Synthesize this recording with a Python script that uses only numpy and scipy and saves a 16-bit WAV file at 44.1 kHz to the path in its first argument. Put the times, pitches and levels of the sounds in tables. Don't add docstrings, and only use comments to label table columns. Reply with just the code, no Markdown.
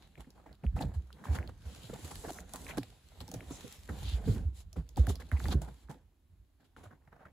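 import sys
import numpy as np
from scipy import signal
from scipy.fft import rfft, irfft, next_fast_len
from scipy.io import wavfile
from scipy.ndimage import uniform_filter1d

SR = 44100
rng = np.random.default_rng(int(sys.argv[2]) if len(sys.argv) > 2 else 0)


def inscribe(sig):
    pcm = np.round(np.clip(np.atleast_2d(sig).T, -1, 1) * 32767)
    wavfile.write(sys.argv[1], SR, pcm.astype(np.int16))


N = 322812

# frequency in Hz, relative level in dB per Hz.
AIR_SPECTRUM = [(15, -11), (25, 2), (74, 12.5), (189, -44), (248, -3), (371, -8.5), (414, -18), (5670, -31),
                (13400, -27.5), (15800, -34)]
# time in seconds, fur sliding in dB, weight on the board in dB,
# weight shifting on the floor in dB.
CAT_MOTION = [(0.0, -75, -70.5, -62.5), (0.57, -82, -75.5, -58.5), (0.86, -77, -71, -32),
              (1.1, -77, -71.5, -59), (1.34, -69.5, -50, -52.5), (1.55, -75.5, -72, -49.5),
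              (2.04, -59.5, -60, -52.5), (2.45, -70.5, -64, -58.5), (2.73, -65.5, -55.5, -50.5),
              (3.0, -72, -75.5, -56.5), (3.18, -69, -69, -55), (3.42, -67, -58.5, -52),
              (3.83, -66.5, -72.5, -56.5), (4.07, -74, -57.5, -40), (4.22, -67, -56, -40),
              (4.38, -74, -56.5, -32), (4.56, -83.5, -82.5, -53), (4.89, -79, -77, -49.5),
              (5.26, -71.5, -67.5, -51.5), (5.53, -71.5, -59, -30), (5.67, -76, -69, -55.5),
              (6.12, -88.5, -86.5, -66.5), (6.5, -89.5, -90, -68.5), (7.32, -87.5, -72.5, -63.5)]
# start in seconds, sliding in dB, flutes crushed in dB,
# thud in the board in dB, fall time constant in seconds.
SCUFFS = [(0.173, -70, -63, -52.5, 0.025), (0.198, -64.5, -55.5, -67, 0.021),
          (0.267, -88, -62.5, -55, 0.02), (0.348, -76.5, -63.5, -63, 0.094),
          (0.458, -76.5, -55.5, -59, 0.041), (0.508, -85, -55.5, -59, 0.011), (0.634, -77, -60, -44, 0.02),
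          (0.758, -62.5, -46.5, -46, 0.067), (0.805, -54, -42.5, -39.5, 0.017),
          (0.851, -87, -78, -47.5, 0.026), (0.9376, -64.5, -53, -59.5, 0.024),
          (1.2384, -61, -50.5, -69, 0.042), (1.291, -69, -68, -50, 0.11), (1.346, -54, -42, -42.5, 0.016),
          (1.385, -84, -53, -46.5, 0.056), (1.487, -66, -52, -52, 0.0071), (1.649, -68, -61, -55.5, 0.22),
          (1.8895, -72, -50, -41, 0.015), (1.929, -83, -53, -50, 0.047), (2.043, -59, -80, -52.5, 0.055),
          (2.106, -53, -45.5, -53, 0.0084), (2.235, -64, -49, -83, 0.1), (2.279, -59, -45, -47, 0.015),
          (2.535, -62, -48, -71, 0.026), (2.6874, -54, -47.5, -69, 0.022),
          (2.774, -51, -39.5, -34.5, 0.0057), (3.203, -59, -48, -54, 0.0088),
          (3.3354, -57, -50, -38.5, 0.009), (3.501, -60, -49.5, -48.5, 0.031),
          (3.6414, -72, -112, -42.5, 0.016), (3.89, -65, -53, -47, 0.092), (4.272, -80, -72, -37.5, 0.05),
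          (4.334, -62, -67, -42.5, 0.062), (4.7573, -65.5, -55.5, -45, 0.034),
          (4.9662, -58, -50.5, -39, 0.055), (5.081, -54, -48, -47, .008),
          (5.088, -49.5, -48.5, -39.5, 0.023), (5.196, -59.5, -50.5, -60, 0.013),
          (5.318, -63.5, -52, -42.5, 0.053), (5.4535, -77, -51.5, -42.5, 0.078),
          (5.517, -51.5, -42, -41, 0.015), (5.545, -87.5, -81, -35, 0.025),
          (5.613, -59.5, -46.5, -50, 0.028), (5.6725, -68.5, -53.5, -47.5, 0.021),
          (5.892, -62.5, -49.5, -48, 0.033), (6.596, -79.5, -69, -75, 0.066),
          (6.644, -73.5, -71, -70, 0.018), (6.763, -71, -60, -61, 0.09), (6.831, -65.5, -53, -74, 0.026),
          (6.907, -86, -58, -56.5, 0.026), (7.071, -88, -63.5, -65, 0.019), (7.121, -93, -62, -67, 0.054),
          (7.199, -89, -63, -77, 0.056), (7.252, -92, -52.5, -60, 0.012)]
# start in seconds, length in seconds, sliding in dB,
# hair tips over the sliding in dB.
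STROKES = [(0.0, 0.082, -67, -32), (1.305, 0.079, -54, -5), (1.584, 0.35, -63, -3.5),
           (1.985, 0.44, -68.5, 12), (2.465, 0.24, -65.5, 6.5), (3.412, 0.38, -61, -0.5),
           (3.878, 0.32, -57.5, -2.5), (4.229, 0.14, -61.5, 4), (4.531, 0.11, -65, 2.5),
           (5.354, 0.2, -57.5, 1.5), (5.608, 0.26, -73, -2)]
# frequency in Hz, relative level in dB.
FUR_SPECTRUM = [(900, 0), (2000, -1.5), (3000, 2), (4000, 1.5), (5500, -8.5), (8000, -8), (11000, -13.5),
                (14000, -16), (14900, -41), (16000, -28)]
# frequency in Hz, relative level in dB.
FLUTE_SPECTRUM = [(250, 3.5), (500, 4.5), (750, 7), (1000, 1.5), (1200, -2.5), (1600, -1.5), (2200, -9),
                  (3200, -23.5), (9000, -29.5)]
# frequency in Hz, relative level in dB.
HOLLOW_SPECTRUM = [(70, -31.5), (130, 5), (180, 1), (260, -2.5), (360, -9.5), (500, -8.5), (800, -53),
                   (2000, -72)]
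# frequency in Hz, relative level in dB.
FLOOR_SPECTRUM = [(22, -23), (35, -2), (50, 5.5), (68, 4), (85, 3), (120, -9.5), (200, -13.5), (400, -66.5)]
# start in seconds, nominal level in dB, pitch in Hz,
# nominal board knock level in dB.
SNAPS = [(0.1546, -43.5, 2170, -75), (0.304, -48, 5500, -80), (0.528, -46.5, 4100, -71),
         (0.5521, -56, 4050, -78), (0.6364, -47, 2300, -43), (0.665, -40, 2380, -74),
         (0.766, -59, 1800, -35), (0.79, -36.5, 2250, -33), (0.823, -33, 4000, -60),
         (1.104, -42.5, 1240, -90), (1.1278, -39.5, 3930, -68), (1.239, -33, 1300, -67),
         (1.2559, -43, 2620, -39.5), (1.3863, -22, 1580, -48), (1.4275, -39, 2080, -48),
         (1.475, -38, 3740, -42), (2.155, -32, 4230, -80), (2.156, -34.5, 1660, -64),
         (2.238, -44, 1380, -48), (2.3048, -38, 7100, -40), (2.386, -32, 1830, -41.5),
         (2.404, -43.5, 7050, -65), (2.5357, -34.5, 8300, -41.5), (2.5586, -34.5, 7960, -50),
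         (2.646, -42, 4300, -62), (2.666, -31.5, 1950, -51), (2.689, -33, 2390, -60),
         (2.708, -30, 2320, -52), (2.735, -42, 2300, -60), (2.772, -41.5, 8850, -25.5),
         (2.782, -30, 4700, -43), (2.83, -34.5, 2310, -41.5), (2.832, -37, 4180, -63),
         (3.2045, -32.5, 3630, -38), (3.213, -42, 4530, -55), (3.279, -41, 5570, -38.5),
         (3.289, -44, 5500, -57), (3.315, -38, 7250, -37.5), (3.34, -32.5, 6000, -35),
         (3.406, -38, 2320, -40.5), (3.7245, -42, 8900, -59), (4.729, -42.5, 5770, -51),
         (4.762, -49, 900, -34), (4.8903, -44.5, 6250, -86), (4.9594, -43, 4200, -48),
         (4.97, -39, 7100, -30.5), (5.0662, -38, 3440, -28.5), (5.069, -40.5, 9500, -60),
         (5.094, -34, 3700, -39.5), (5.1551, -33, 4580, -43), (5.219, -36, 1670, -46),
         (5.3152, -22.5, 1820, -46), (5.401, -30.5, 1560, -41), (5.441, -35, 4000, -35.5),
         (5.4554, -25, 1520, -34), (5.4832, -29.5, 4530, -25.5), (5.618, -40.5, 7200, -39.5),
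         (5.886, -44, 1370, -56), (5.9425, -53, 3570, -47.5), (6.764, -51, 2810, -67),
         (6.847, -55, 3180, -70), (7.022, -66, 1700, -81), (7.075, -51, 1684, -80), (7.256, -59, 3200, -79)]
# pitch in Hz before detuning, relative level in dB before scatter, 60 dB decay in seconds.
BOARD_MODES = [(175, 9, .1), (265, 8, .07), (360, 4, .05), (490, 4, .04), (640, 3, .03), (820, 4, .024),
               (1250, -3, .016)]
# nominal time in seconds, nominal level in dB, nominal floor pitch in Hz.
THUMPS = [(0.187, -46, 57.6), (0.661, -23, 60.3), (0.837, -37, 138.7), (0.962, -28, 71.9),
          (1.293, -23, 71.4), (1.323, -31, 78.7), (1.385, -32, 76.5), (1.655, -36, 71), (1.838, -48, 113),
          (2.03, -40.5, 83), (2.393, -45, 60.3), (2.791, -41.5, 121), (3.223, -50.5, 99),
          (3.35, -40.5, 113.3), (3.467, -42, 63), (3.896, -34.5, 72), (4.04, -32.5, 74.1),
          (4.068, -28.5, 64.6), (4.131, -24.5, 62.3), (4.284, -22.5, 110), (4.454, -24, 70.4),
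          (4.772, -29.5, 62), (4.993, -15.5, 65.55), (5.08, -25, 82.4), (5.329, -21, 72.2),
          (5.548, -21.5, 64.7), (5.837, -48.5, 58.4), (6.855, -48.5, 99.7)]
# start in seconds, nominal peak in dB,
# pitch at the peak in Hz, swell in seconds (held within 1-20 ms).
POPS = [(.176, -55.5, 2280, 0.0019), (.179, -47.5, 400, 0.0027), (0.461, -50, 930, 0.0026),
        (0.639, -43.5, 745, 0.0028), (.645, -37.5, 211, .006), (.766, -40, 740, 0.0026),
        (0.808, -36, 810, 0.0023), (.824, -39.5, 784, 0.0054), (.837, -35, 650, 0.0014),
        (0.844, -35.5, 270, 0.005), (1.2535, -38.5, 1035, 0.0021), (1.898, -36, 376, 0.0022),
        (1.931, -39, 490, 0.0045), (2.24, -42, 480, .003), (2.276, -38.5, 248, 0.0022),
        (2.293, -31.5, 780, 0.0022), (2.3021, -34.5, 700, 0.003), (2.308, -39.5, 308, 0.005),
        (2.539, -38.5, 780, 0.0017), (2.559, -41, 1080, 0.0011), (2.772, -31.5, 530, 0.0012),
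        (2.771, -44, 1270, 0.0017), (2.781, -40.5, 393, 0.0048), (3.343, -43, 300, 0.0032),
        (3.502, -41.5, 325, 0.0073), (3.89, -38, 440, 0.0017), (4.272, -28, 250, 0.0084),
        (4.352, -35, 231, 0.0088), (4.368, -40.5, 388, 0.0045), (4.768, -42.5, 475, 0.004),
        (4.773, -37.5, 163.4, 0.016), (4.974, -33.5, 807, 0.0036), (4.982, -30, 208, 0.0044),
        (5.069, -37, 1630, 0.00091), (5.073, -38.5, 750, 0.005), (5.097, -35, 412, 0.007),
        (5.317, -43, 710, 0.0015), (5.32, -36, 245, 0.0062), (5.482, -41, 294, 0.0075),
        (5.538, -31, 193.5, 0.009), (5.617, -40.5, 710, 0.0025), (5.902, -48, 858, 0.006),
        (6.764, -47.5, 1436, 0.0016), (6.912, -58, 1450, .002), (7.076, -60, 740, 0.0025),
        (7.254, -47.5, 1390, 0.002), (7.255, -65, 720, 0.0023)]
# start in seconds, length in seconds, level in dB, pitch in Hz.
RASPS = [(2.675, 0.06, -51, 2100), (3.502, 0.086, -55, 7000), (4.022, 0.15, -51, 3640),
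         (4.227, 0.13, -60, 3970), (5.355, 0.036, -55, 1960), (5.314, 0.078, -57, 1085),
         (5.506, 0.036, -44, 3900), (5.505, 0.038, -47.5, 1230), (0.24, 0.019, -68, 1700),
         (1.812, 0.08, -62.5, 3700), (0.814, 0.023, -54, 3980), (1.35, 0.025, -56, 3700),
         (1.344, 0.028, -48.5, 1440), (2.29, 0.025, -56, 3800), (6.897, 0.047, -66, 1300),
         (7.114, 0.028, -64.5, 1430), (7.116, 0.029, -65, 760), (7.185, .06, -66, 1400),
         (7.216, 0.045, -64.5, 990), (7.248, 0.028, -60.5, 1560), (3.884, 0.02, -49.5, 1570),
         (1.9, 0.017, -61.5, 1200), (5.092, 0.022, -50, 920)]
# frequency in Hz, left-right likeness from 0 to 1.
PORT_LIKENESS = [(60, 0.98), (500, 0.66), (2000, 0.57), (2800, 0.12), (4000, 0.36), (6000, 0.11),
                 (8000, 0.96), (15000, 1)]
# frequency in Hz, left over right in dB.
LEFT_OVER_RIGHT = [(60, -2.5), (1500, -1.15), (2800, 2.5), (4000, 1), (5800, -2.5), (7500, 0.3), (15000, 0)]

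AIR_RMS_DB = -70.5
SCUFF_RISE_S = 0.0091
STROKE_IN_SHARE, STROKE_OUT_S = 0.39, 0.03
FUR_PATCH_DB = 1.4
TIPS_GROWTH_DB_PER_DB = 0.31
FLEX_DB = 2
CRACK_DB, CRACK_DB_PER_OCTAVE = -6.5, 10.5
CLICK_S, CLICK_DB, CLICK_CYCLES = 0.0013, -7, 0.75
SWELL_S, SWELL_S_PER_DB = 0.024, -0.00015
POP_SAG = 0.1
POP_ROUGH = 0.35
LAG_FROM_HZ, LAG_S = 7125, 0.000331
EDGE_HZ = 15800


def gain_of(db):
    return 10 ** (np.asarray(db) / 20)


def evened(x):
    return x / np.sqrt(np.mean(x ** 2) + 1e-20)


def read(points, hz):
    f, value = np.transpose(points)
    return np.interp(np.log(hz + 1), np.log(f + 1), value)


def along(table, column):
    rows = np.array(table)
    return np.interp(np.arange(N) / SR, rows[:, 0], rows[:, column])


def add(mix, start_s, sound):
    part = mix[..., round(start_s * SR):][..., :sound.shape[-1]]
    part += sound[..., :part.shape[-1]]


def bandpass(low_hz, high_hz):
    return signal.butter(2, [low_hz, high_hz], "bandpass", fs=SR, output="sos")


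def coloured(x, points):
    size = next_fast_len(N)
    gain = gain_of(read(points, np.fft.rfftfreq(size, 1 / SR)))
    return irfft(rfft(x, size) * gain, size)[..., :N]


def wander(seconds):
    size = round(seconds * SR)
    once = uniform_filter1d(rng.standard_normal(N), size)
    return evened(uniform_filter1d(once, size))


def patchy(x, patch_db, wide_hz, long_s):
    z = signal.stft(x, nperseg=1024)[2]
    noise = rng.standard_normal(z.shape[:0:-1]).T
    field = uniform_filter1d(noise, max(round(wide_hz * 1024 / SR), 1), axis=0)
    field = evened(uniform_filter1d(field, max(round(long_s * SR / 512), 1), axis=1))
    return signal.istft(z * gain_of(patch_db * field), nperseg=1024)[1][:, :N]


def rubbing(per_s, spread_db, grain_s, smooth, clump_db):
    sizes = gain_of(spread_db * np.minimum(rng.exponential(1, N), 4.1))
    slips = sizes * (rng.random(N) < per_s / SR)
    power = signal.lfilter([1], [1, -np.exp(-2 / (grain_s * SR))], slips ** 2)
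    grains = np.sqrt(abs(power))
    envelope = (smooth + evened(grains)) * gain_of(clump_db * wander(0.034))
    return envelope * rng.standard_normal((2, N))


def pressure(motion_column, scuff_column):
    power = gain_of(2 * along(CAT_MOTION, motion_column))
    t = np.arange(9000) / SR
    for row in SCUFFS:
        rise = np.minimum(t / SCUFF_RISE_S, 1) ** 0.6
        fall = np.exp(-np.maximum(t - SCUFF_RISE_S, 0) / max(row[-1], 0.001))
        add(power, row[0], (gain_of(row[scuff_column]) * rise * fall) ** 2)
    return np.sqrt(power)


def air():
    return gain_of(AIR_RMS_DB) * evened(coloured(rng.standard_normal((2, N)), AIR_SPECTRUM))


def strokes():
    out = np.zeros((2, N))
    for start_s, length_s, db, tips_db in STROKES:
        t = np.arange(0, length_s, 1 / SR)
        swell = t / (STROKE_IN_SHARE * length_s)
        lift = (length_s - t) / STROKE_OUT_S
        shape = np.clip(np.minimum(swell, lift), 0, 1)
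        add(out, start_s, (gain_of([[db], [db + tips_db]]) * shape) ** 2)
    return out


def fur():
    slips = coloured(rubbing(400, 11.0, 0.0019, 3.7, 0.1), FUR_SPECTRUM)
    hiss = evened(patchy(slips, FUR_PATCH_DB, 900, 0.16))
    low = signal.sosfiltfilt(signal.butter(3, 5800, fs=SR, output="sos"), hiss)
    slide = pressure(1, 1)
    brighter = (slide / gain_of(-65)) ** TIPS_GROWTH_DB_PER_DB
    body, tips = np.sqrt(np.array([slide, brighter * slide]) ** 2 + strokes())
    return body * evened(low) + tips * evened(hiss - low)


def crunch():
    slips = coloured(rubbing(420, 4.4, 0.004, 0.94, 1.8), FLUTE_SPECTRUM)
    return pressure(2, 2) * evened(patchy(slips, 2.6, 260, 0.07))


def hollow():
    thuds = coloured(rubbing(66, 0.26, 0.013, 0.98, 0.61), HOLLOW_SPECTRUM)
    return gain_of(FLEX_DB) * pressure(2, 3) * evened(patchy(thuds, 3.0, 90, 0.07))


def rumble():
    lumps = gain_of(5.0 * wander(0.045))
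    shaking = coloured(lumps * rng.standard_normal((2, N)), FLOOR_SPECTRUM)
    return gain_of(along(CAT_MOTION, 3)) * evened(shaking)


def snaps():
    ticks, knocks, t = np.zeros((2, N)), np.zeros(N), np.arange(3000) / SR
    noises = rng.standard_normal((len(SNAPS), 2, len(t)))
    scatters = rng.uniform(-1.6, 1, (len(SNAPS), len(BOARD_MODES), 2))
    treble = bandpass(2800, 14500)
    fade = np.exp(-t / 0.0013) + 0.079 * np.exp(-t / 0.019)
    for (start_s, db, hz, knock_db), noise, scatter in zip(SNAPS, noises, scatters):
        ring = gain_of(db - 6.5) * evened(signal.sosfilt(bandpass(hz / 1.19, hz * 1.216), noise))
        crack_db = db + CRACK_DB + CRACK_DB_PER_OCTAVE * np.log2(hz / 4000)
        crack = gain_of(crack_db) * signal.sosfilt(treble, noise)
        add(ticks, start_s, (ring + crack) * fade * np.minimum(t / 0.001, 1))
        cycles = hz * (t - CLICK_S)
        click = np.cos(2 * np.pi * cycles) * np.exp(-(cycles / CLICK_CYCLES) ** 2)
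        add(ticks, start_s, gain_of(db + CLICK_DB) * np.ones((2, 1)) * click)
        for (mode_hz, mode_db, t60_s), (detune, boost) in zip(BOARD_MODES, scatter):
            decay = gain_of(mode_db + 7.8 * boost - 60 * t / t60_s)
            mode = decay * np.sin(2 * np.pi * mode_hz * (1 + 0.05 * detune) * t)
            late_s = 0.01187 * (np.sqrt(400 / mode_hz) - 0.55)
            onset = np.minimum(t * mode_hz / 3.95, 1)
            add(knocks, start_s + late_s, gain_of(knock_db - 10.0) * mode * onset)
    return ticks, knocks


def thumps():
    out, t = np.zeros(N), np.arange(SR // 2) / SR
    for time_s, db, hz in THUMPS:
        turns = np.cumsum(hz * (0.9 + 1.223 * np.exp(-t / 0.01296))) / SR
        u = t / (SWELL_S + SWELL_S_PER_DB * (db + 10.5))
        hump = (u * np.exp((1 - u ** 2) / 2)) ** 2.34
        tail = 0.42 * (1 - np.exp(-u ** 4)) * np.exp(-t / 0.08)
        add(out, time_s - 0.012, gain_of(db) * (hump + tail) * np.sin(2 * np.pi * turns))
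    return out


def pops():
    out = np.zeros(N)
    phases = rng.random((len(POPS), 1))
    noises = rng.standard_normal((len(POPS), 8000))
    for (start_s, db, hz, swell_s), (phase,), noise in zip(POPS, phases, noises):
        u = np.arange(0, 7, 1 / (np.clip(swell_s, 0.001, 0.02) * SR))
        sag = 1 + POP_SAG * (1 - u) * np.exp(-u / 3)
        turns = phase + np.cumsum(hz * sag) / SR
        ragged = 1 + POP_ROUGH * evened(uniform_filter1d(noise, round(SR / hz)))[:len(u)]
        envelope = (u * np.exp(1 - u)) ** 2.3
        add(out, start_s, gain_of(db) * envelope * ragged * np.sin(2 * np.pi * turns))
    return out


def rasps():
    slips, out = rubbing(900, 0.67, 0.001, 1.0, 0.48), np.zeros((2, N))
    for start_s, length_s, db, hz in RASPS:
        drag = slips[:, round(start_s * SR):round((start_s + length_s) * SR)]
        part = signal.sosfilt(bandpass(hz / 1.27, hz * 1.2), drag)
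        add(out, start_s, gain_of(db) * evened(part) * signal.windows.tukey(part.shape[1], 0.6))
    return out


def ports(near, spread):
    size = next_fast_len(N)
    hz = np.fft.rfftfreq(size, 1 / SR)
    same = np.clip(read(PORT_LIKENESS, hz), 0, 1)
    lead = np.exp(2j * np.pi * LAG_S * np.maximum(hz - LAG_FROM_HZ, 0))
    tilt = gain_of(read(LEFT_OVER_RIGHT, hz) / 2)
    a, b, both = rfft(spread[0], size), rfft(spread[1], size), rfft(near, size)
    left = a + both
    right = lead * (same * a + np.sqrt(1 - same ** 2) * b) + both
    return irfft(np.array([left * tilt, right / tilt]), size)[:, :N]


def scene():
    ticks, knocks = snaps()
    spread = air() + fur() + crunch() + hollow() + rumble() + ticks + rasps()
    near = knocks + thumps() + pops()
    return ports(near, spread)


def record(dry):
    thin = signal.sosfilt(signal.butter(2, 36, "highpass", fs=SR, output="sos"), dry)
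    band_limit = signal.firwin(511, EDGE_HZ, window=("kaiser", 9), fs=SR)
    return signal.oaconvolve(thin, band_limit[None], "same")


dry = scene()
out = record(dry)
inscribe(out)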